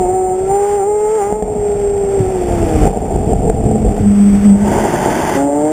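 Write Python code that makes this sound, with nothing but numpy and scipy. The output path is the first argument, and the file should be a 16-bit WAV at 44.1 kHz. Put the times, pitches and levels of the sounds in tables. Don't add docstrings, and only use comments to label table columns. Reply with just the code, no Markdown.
import sys
import numpy as np
from scipy import signal
from scipy.fft import rfft, irfft, next_fast_len
from scipy.io import wavfile
from scipy.ndimage import map_coordinates

SR = 44100
rng = np.random.default_rng(int(sys.argv[2]) if len(sys.argv) > 2 else 0)


def store_wav(level_fs):
    pcm = np.round(np.clip(np.atleast_2d(level_fs), -1, 1) * 32767)
    wavfile.write(sys.argv[1], SR, pcm.T.astype(np.int16))


N = 252252


def amp(db):
    return 10 ** (np.asarray(db) / 20)


def unit(x):
    return x / np.sqrt(np.mean(x ** 2) + 1e-20)


def along(points, hz):
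    f, v = np.transpose(points)
    return np.interp(np.log(hz + 1), np.log(f + 1), v)


def curves(rows):
    s, *cols = np.transpose(rows)
    return [np.interp(np.arange(N) / SR, s, c) for c in cols]


def wobble(rate):
    knots = rng.standard_normal(int(N * rate / SR) + 4)
    return map_coordinates(knots, [np.arange(N) * rate / SR])


def filtered(x, response):
    m = next_fast_len(N + SR // 2)
    return irfft(rfft(x, m) * response(np.fft.rfftfreq(m, 1 / SR)), m)[:N]


def coloured(x, spectrum):
    return unit(filtered(x, lambda hz: amp(along(spectrum, hz))))


def ring(spectrum, size=4096):
    cepstrum = irfft(np.log(amp(along(spectrum, np.fft.rfftfreq(size, 1 / SR)))))
    cepstrum[1:size // 2] *= 2
    cepstrum[size // 2 + 1:] = 0
    h = irfft(np.exp(rfft(cepstrum)))
    return h / np.abs(h).max()


# time_s, load (0 to 1)
THROTTLE_LOAD = [(0, 0.49), (.28, 0.6), (.37, 0.2), (.46, 0.17), (.51, 0.83), (.92, 0.64), (1.25, 0.78),
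                 (1.5, 0.17), (1.9, .05), (2.6, 0.2), (2.85, 0), (2.9, 0.07), (3.95, 0), (4.5, 0.27),
                 (4.7, 0.99)]


def throttle():
    return np.clip(curves(THROTTLE_LOAD)[0], 0, 1)


# bottom_s, depth_hz, recovery_s
REV_DIPS = [(.06, 15, 0.077), (.82, 27, 0.063), (1.22, 43, .15), (2.235, 17, 0.071)]
DIP_FALL_S = .055


def dip():
    return sum(curves([(s - DIP_FALL_S, 0), (s, depth), (s + recovery, 0)])[0]
               for s, depth, recovery in REV_DIPS)


# time_s, firing_hz
ENGINE_SPEED = [(0, 371.2), (.15, 375.9), (.33, 369.4), (.47, 383.8), (.56, 401), (1.06, 423.3),
                (1.17, 441.4), (1.37, 428.2), (1.65, 411.8), (1.85, 405.6), (2.18, 393.5), (2.32, 381.3),
                (2.4, 358.4), (2.55, 346.5), (2.84, 298.3), (3.56, 222.2), (3.84, 213.4), (4.02, 204.4),
                (4.41, 200.7), (4.46, 207.5), (4.51, 198.2), (4.85, 217), (5.35, 270.4), (5.44, 282.1),
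                (5.54, 288.4), (5.72, 312.4)]


def crank(jitter):
    hz = curves(ENGINE_SPEED)[0] - dip()
    uneven_hz = hz * (1 + jitter * wobble(70))
    return hz, 2 * np.pi * np.cumsum(uneven_hz) / SR


# frequency_hz, level_db
PIPE_RESPONSE = [(100, -5), (200, 1), (430, 4), (750, 7), (880, -4.5), (1030, -25), (1200, -23),
                 (1350, -14.5), (1500, -36.5), (1720, -29.5), (1900, -34.5), (2120, -25.5), (2400, -37.5),
                 (3400, -53.5)]
# multiple of the firing rate, level_db (re firing note)
UNEQUAL_CYLINDERS = [(.5, -19.5), (.8, -30), (.9, -41), (1.1, -14.5), (1.2, -17.5), (1.9, -24.5),
                     (2.1, -22)]
SECOND_MODE_HZ, SECOND_MODE_WIDTH_HZ, SECOND_MODE_DB = 458, 30.6, 12
DIP_DB_PER_HZ, DIP_RASP_DB_PER_HZ = 0.1, 0.19
PART_LOAD, PART_LOAD_WIDTH, PART_LOAD_DB = 0.31, 0.071, 5.5
SHUT_FLUTTER = 2.7
WEAK_WAVER = .8


def note(rows, hz, phase, whole_db, throttle_db, bank_db, uneven_db, upper_db, upper_bank_db, flutter_db,
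         waver_db, fade_s=0.021):
    t = np.arange(N) / SR
    gate = np.clip(np.minimum(t - rows[0][0], rows[-1][0] - t) / fade_s + 1, 0, 1)
    on = gate > 0
    load = throttle()[on]

    strength_db = curves(rows)[0]
    frailty = np.minimum(amp(WEAK_WAVER * (strength_db.max() - strength_db)), 5)
    waver = waver_db * frailty * wobble(32)
    first_db = (strength_db - DIP_DB_PER_HZ * dip() + waver)[on]

    def line(multiple, db):
        return np.sqrt(2) * amp(db) * np.sin(multiple * phase[on] + rng.uniform(0, 2 * np.pi))

    def pipe_db(f):
        distance = (f - SECOND_MODE_HZ) / SECOND_MODE_WIDTH_HZ
        return along(PIPE_RESPONSE, f) + SECOND_MODE_DB / (1 + distance ** 2)

    edge_db = 6 * (load - .5) + DIP_RASP_DB_PER_HZ * dip()[on]
    snarl_db = PART_LOAD_DB * np.exp(-((load - PART_LOAD) / PART_LOAD_WIDTH) ** 2)
    shake_db = flutter_db * (1 + SHUT_FLUTTER * (1 - load))

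    out = np.zeros(N)
    out[on] = line(1, first_db)
    for k in np.arange(1, 20) / 2:
        if k == 1:
            continue
        if k % 1 == 0:
            db, lift_db = whole_db + throttle_db * load, upper_db
        else:
            db, lift_db = bank_db, upper_bank_db + snarl_db
        upper_lift_db = (lift_db + edge_db) * (k > 2)
        out[on] += line(k, db + pipe_db(k * hz[on]) + upper_lift_db + shake_db * wobble(60)[on])

    for k, db in UNEQUAL_CYLINDERS:
        out[on] += line(np.round(k, 1), first_db + db + uneven_db + 2.2 * wobble(11.0)[on])
    return gate * out


# time_s, level_db
HIGH_REVS_LEVEL = [(0, -14.5), (.46, -17), (.51, -14.5), (1.2, -13.5), (1.44, -23.5), (1.6, -16.5),
                   (1.65, -15.5), (2.18, -14), (2.42, -19.5), (2.84, -20.5)]


def high_revs(hz, phase):
    return note(HIGH_REVS_LEVEL, hz, phase, whole_db=-39.0, throttle_db=23, bank_db=-40.5, uneven_db=-7,
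                upper_db=-1.0, upper_bank_db=10, flutter_db=0.8, waver_db=0.83)


# start_s, level_db, crack_db (re the pop),
# swell_db (how far the exhaust builds up beforehand; it sinks where negative)
FUEL_POPS = [(1.325, -3.5, -26, 4), (1.424, -5, -23, -1), (2.204, -16, -25, 2), (2.822, -5.5, -20, -0.5),
             (2.854, 0.5, -39, -4.5), (2.873, -0.5, -26, 7.5), (3.159, -1, -34, 3), (3.333, 1, -37, 3),
             (3.499, 0, -28, 4.5), (3.641, -7, -35, -0.5), (3.712, -2.5, -40, 1.5), (4.783, -4.5, -20, 2),
             (4.869, -14.5, -25, 1.5)]
SWELL_S, COLLAPSE_S, LULL_S, LULL_SHARE = 0.11, 0.015, 0.14, 0.59


def swell():
    total_db = 0
    for s, _, _, db in FUEL_POPS:
        low_s = s + COLLAPSE_S
        total_db += curves([(s - SWELL_S, 0), (s, db), (low_s, -LULL_SHARE * db), (low_s + LULL_S, 0)])[0]
    return total_db


def puffs(phase, depth):
    return rng.standard_normal(N) * (1 + depth * np.cos(phase))


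# time_s, level_db
BURBLE_LEVEL = [(0, -19), (.2, -28.5), (.48, -23), (.7, -33.5), (1.25, -30.5), (1.52, -21), (1.9, -25),
                (2.3, -20.5), (2.78, -16), (3.1, -16.5), (3.95, -16.5), (4.1, -27), (4.35, -26.5),
                (4.61, -22), (4.7, -13.5), (5.34, -13.5), (5.46, -23.5), (5.72, -23)]
# frequency_hz, level_db (per Hz)
SHUT_COLOUR = [(25, -16.5), (44, 5.5), (80, -9.5), (160, -9.5), (195, 4), (225, -5), (320, -9), (440, 1.5),
               (490, -3.5), (550, -13.5), (630, -5.5), (790, -4), (870, -18.5), (980, -30), (1500, -44),
               (3500, -57.5)]
# frequency_hz, level_db (per Hz)
OPEN_COLOUR = [(50, -28.5), (110, -5.5), (160, -1), (220, -0.5), (280, -1.5), (355, 3.5), (430, -1),
               (490, -6.5), (600, 0), (790, -2), (910, 1), (1000, -20), (1300, -46), (3500, -48)]
CHUG_DB, CHUG_PER_S = 1.0, 45


def burble(phase, shut_scatter_db, open_scatter_db):
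    firing = (phase / (2 * np.pi) + .5).astype(int)
    strength = rng.standard_normal(N // 20)[firing]
    load = throttle()
    clumps_db = shut_scatter_db * strength + CHUG_DB * wobble(CHUG_PER_S)
    coasting = coloured(puffs(phase, depth=0.42) * amp(clumps_db), SHUT_COLOUR)
    driving = coloured(puffs(phase, depth=0.14) * amp(open_scatter_db * strength), OPEN_COLOUR)
    blend = np.sqrt(1 - load) * coasting + np.sqrt(load) * driving
    return amp(-1.5) * amp(curves(BURBLE_LEVEL)[0] + swell()) * blend


# time_s, level_db
JET_LEVEL = [(0, -38), (.3, -41.5), (.72, -31.5), (.88, -43.5), (1.2, -33), (1.42, -45), (1.7, -35.5),
             (2, -36.5), (2.86, -26.5), (2.9, -36.5), (3.6, -40), (4.48, -28), (4.54, -36.5), (4.63, -30),
             (4.72, -24), (5.36, -20.5), (5.47, -38.5), (5.72, -33.5)]
# frequency_hz, level_db (per Hz)
SHUT_JET_COLOUR = [(500, -20.5), (1000, -0.5), (1380, -0.5), (1650, -4), (2000, -3), (2500, -4.5),
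                   (3000, -9.5), (3700, -8)]
# frequency_hz, level_db (per Hz)
OPEN_JET_COLOUR = [(500, -39), (950, 3), (1080, -1.5), (1340, -5), (1530, 0), (1700, -3), (1830, -5.5),
                   (1980, -1.5), (2350, -11.5), (3250, -11.5), (3600, -13.5)]
SWELL_IN_JET = 0.13


def jet(phase):
    load = throttle()
    shut_flow = puffs(phase, depth=0.12) * amp(1.1 * wobble(150))
    open_flow = puffs(phase, depth=0.1) * amp(0.94 * wobble(150))
    shut_rasp = np.sqrt(1 - load ** 2) * coloured(shut_flow, SHUT_JET_COLOUR)
    open_rasp = load * coloured(open_flow, OPEN_JET_COLOUR)
    return amp(curves(JET_LEVEL)[0] + SWELL_IN_JET * swell()) * (shut_rasp + open_rasp)


# time_s, level_db
WIND_LEVEL = [(0, -29), (.65, -35), (1.2, -38), (1.55, -29.5), (2.4, -25), (2.75, -14), (2.96, -26.5),
              (3.28, -14.5), (4.02, -18), (4.17, -26), (4.45, -20), (5.72, -38)]
# frequency_hz, level_db (per Hz)
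WIND_COLOUR = [(10, -22.5), (24, -11), (42, -5), (65, -4), (110, -7.5), (170, -11.5), (300, -15.5),
               (900, -52.5)]
# peak_s, level_db (added to the buffeting)
GUSTS_AND_LULL = [(2.21, 18.5), (2.84, 6.5), (3.891, -2.5), (4.33, 10)]
GUST_S = 0.044
SWELL_IN_WIND = 1.02


def wind():
    lumps = unit(amp(2.6 * wobble(24.938)) * coloured(rng.standard_normal(N), WIND_COLOUR))
    gust_db = sum(curves([(s - GUST_S, 0), (s, db), (s + GUST_S, 0)])[0] for s, db in GUSTS_AND_LULL)
    return amp(curves(WIND_LEVEL)[0] + gust_db + SWELL_IN_WIND * swell()) * lumps


# start_s, level_db (before the soft start),
# pitch_hz (once settled), decay_s (time to fall by 60 dB)
LOW_THUMPS = [(.13, -12, 101, 0.063), (0.502, -13.5, 116, 0.065), (1.75, -13, 105.5, 0.1),
              (2.199, -0.5, 98, 0.09), (2.816, -4, 65.62, 0.13), (3.855, -4.5, 44.96, 0.2)]
THUMP_SAG, THUMP_SAG_S = 0.32, 0.012


def thumps(rise_s):
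    out = np.zeros(N + SR)
    t = np.arange(SR // 2) / SR
    bent_s = t + THUMP_SAG * THUMP_SAG_S * (1 - np.exp(-t / THUMP_SAG_S))
    for s, db, hz, decay_s in LOW_THUMPS:
        envelope = amp(db - 60 * t / decay_s) * (1 - np.exp(-t / rise_s))
        out[round(s * SR):][:len(t)] += envelope * np.sin(2 * np.pi * hz * bent_s)
    return out[:N]


def pops(crack_decay_s):
    boom = ring(SHUT_COLOUR)
    t = np.arange(len(boom)) / SR
    out = np.zeros(N + len(boom))
    crackle = coloured(rng.standard_normal(N), OPEN_JET_COLOUR)
    for s, db, crack_db, _ in FUEL_POPS:
        i = round(s * SR)
        crack = amp(crack_db - 60 * t / crack_decay_s) * crackle[i:i + len(t)]
        out[i:i + len(t)] += amp(db) * (crack - boom)
    return out[:N]


# time_s, level_db
DRONE_LEVEL = [(3.6, -23.5), (3.84, -20.5), (3.97, -30), (4.07, -6), (4.14, -10), (4.21, -5.5), (4.38, -9),
               (4.42, -19), (4.46, -3.5), (4.54, -7), (4.595, -17), (4.63, -10), (4.665, -10.5),
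               (4.71, -24), (4.85, -18.5)]


def drone(hz, phase):
    return note(DRONE_LEVEL, hz, phase, whole_db=-37.5, throttle_db=0, bank_db=-38, uneven_db=-9.5,
                upper_db=-5.0, upper_bank_db=-11, flutter_db=0.6, waver_db=.6)


# time_s, level_db
PULL_LEVEL = [(5.37, -16.5), (5.52, -17.5), (5.72, -15)]


def second_pull(hz, phase):
    return note(PULL_LEVEL, hz, phase, whole_db=-38.0, throttle_db=11.5, bank_db=-35.5, uneven_db=-20,
                upper_db=-0.5, upper_bank_db=1.5, flutter_db=1.9, waver_db=1.2)


def scene():
    hz, phase = crank(jitter=.002)
    notes = high_revs(hz, phase) + drone(hz, phase) + second_pull(hz, phase)
    exhaust = burble(phase, shut_scatter_db=2.0, open_scatter_db=2.0) + jet(phase) + pops(crack_decay_s=0.018)
    mono = notes + exhaust + thumps(rise_s=0.0057) + wind()
    return np.array([mono, mono])


# frequency_hz, level_db
CONVERTER_TREBLE = [(9000, 0.5), (13000, 2.5), (15300, -6)]
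HOLD_HZ, TOP_HZ = 8000, 15350


def record(dry):
    x = dry[0] / (1 + np.abs(dry[0] / 1.05) ** 8) ** (1 / 8)
    x = filtered(x, lambda hz: 1 / np.sqrt(1 + (hz / 3600) ** 30))
    slow = signal.resample_poly(x, HOLD_HZ, SR)
    held = np.repeat(slow, 24)
    stairs = signal.resample_poly(held, SR, 24 * HOLD_HZ)[:N]
    out = filtered(stairs, lambda hz: amp(along(CONVERTER_TREBLE, hz)) * (hz < TOP_HZ))
    return np.array([out, out])


dry = scene()
out = record(dry)
store_wav(out)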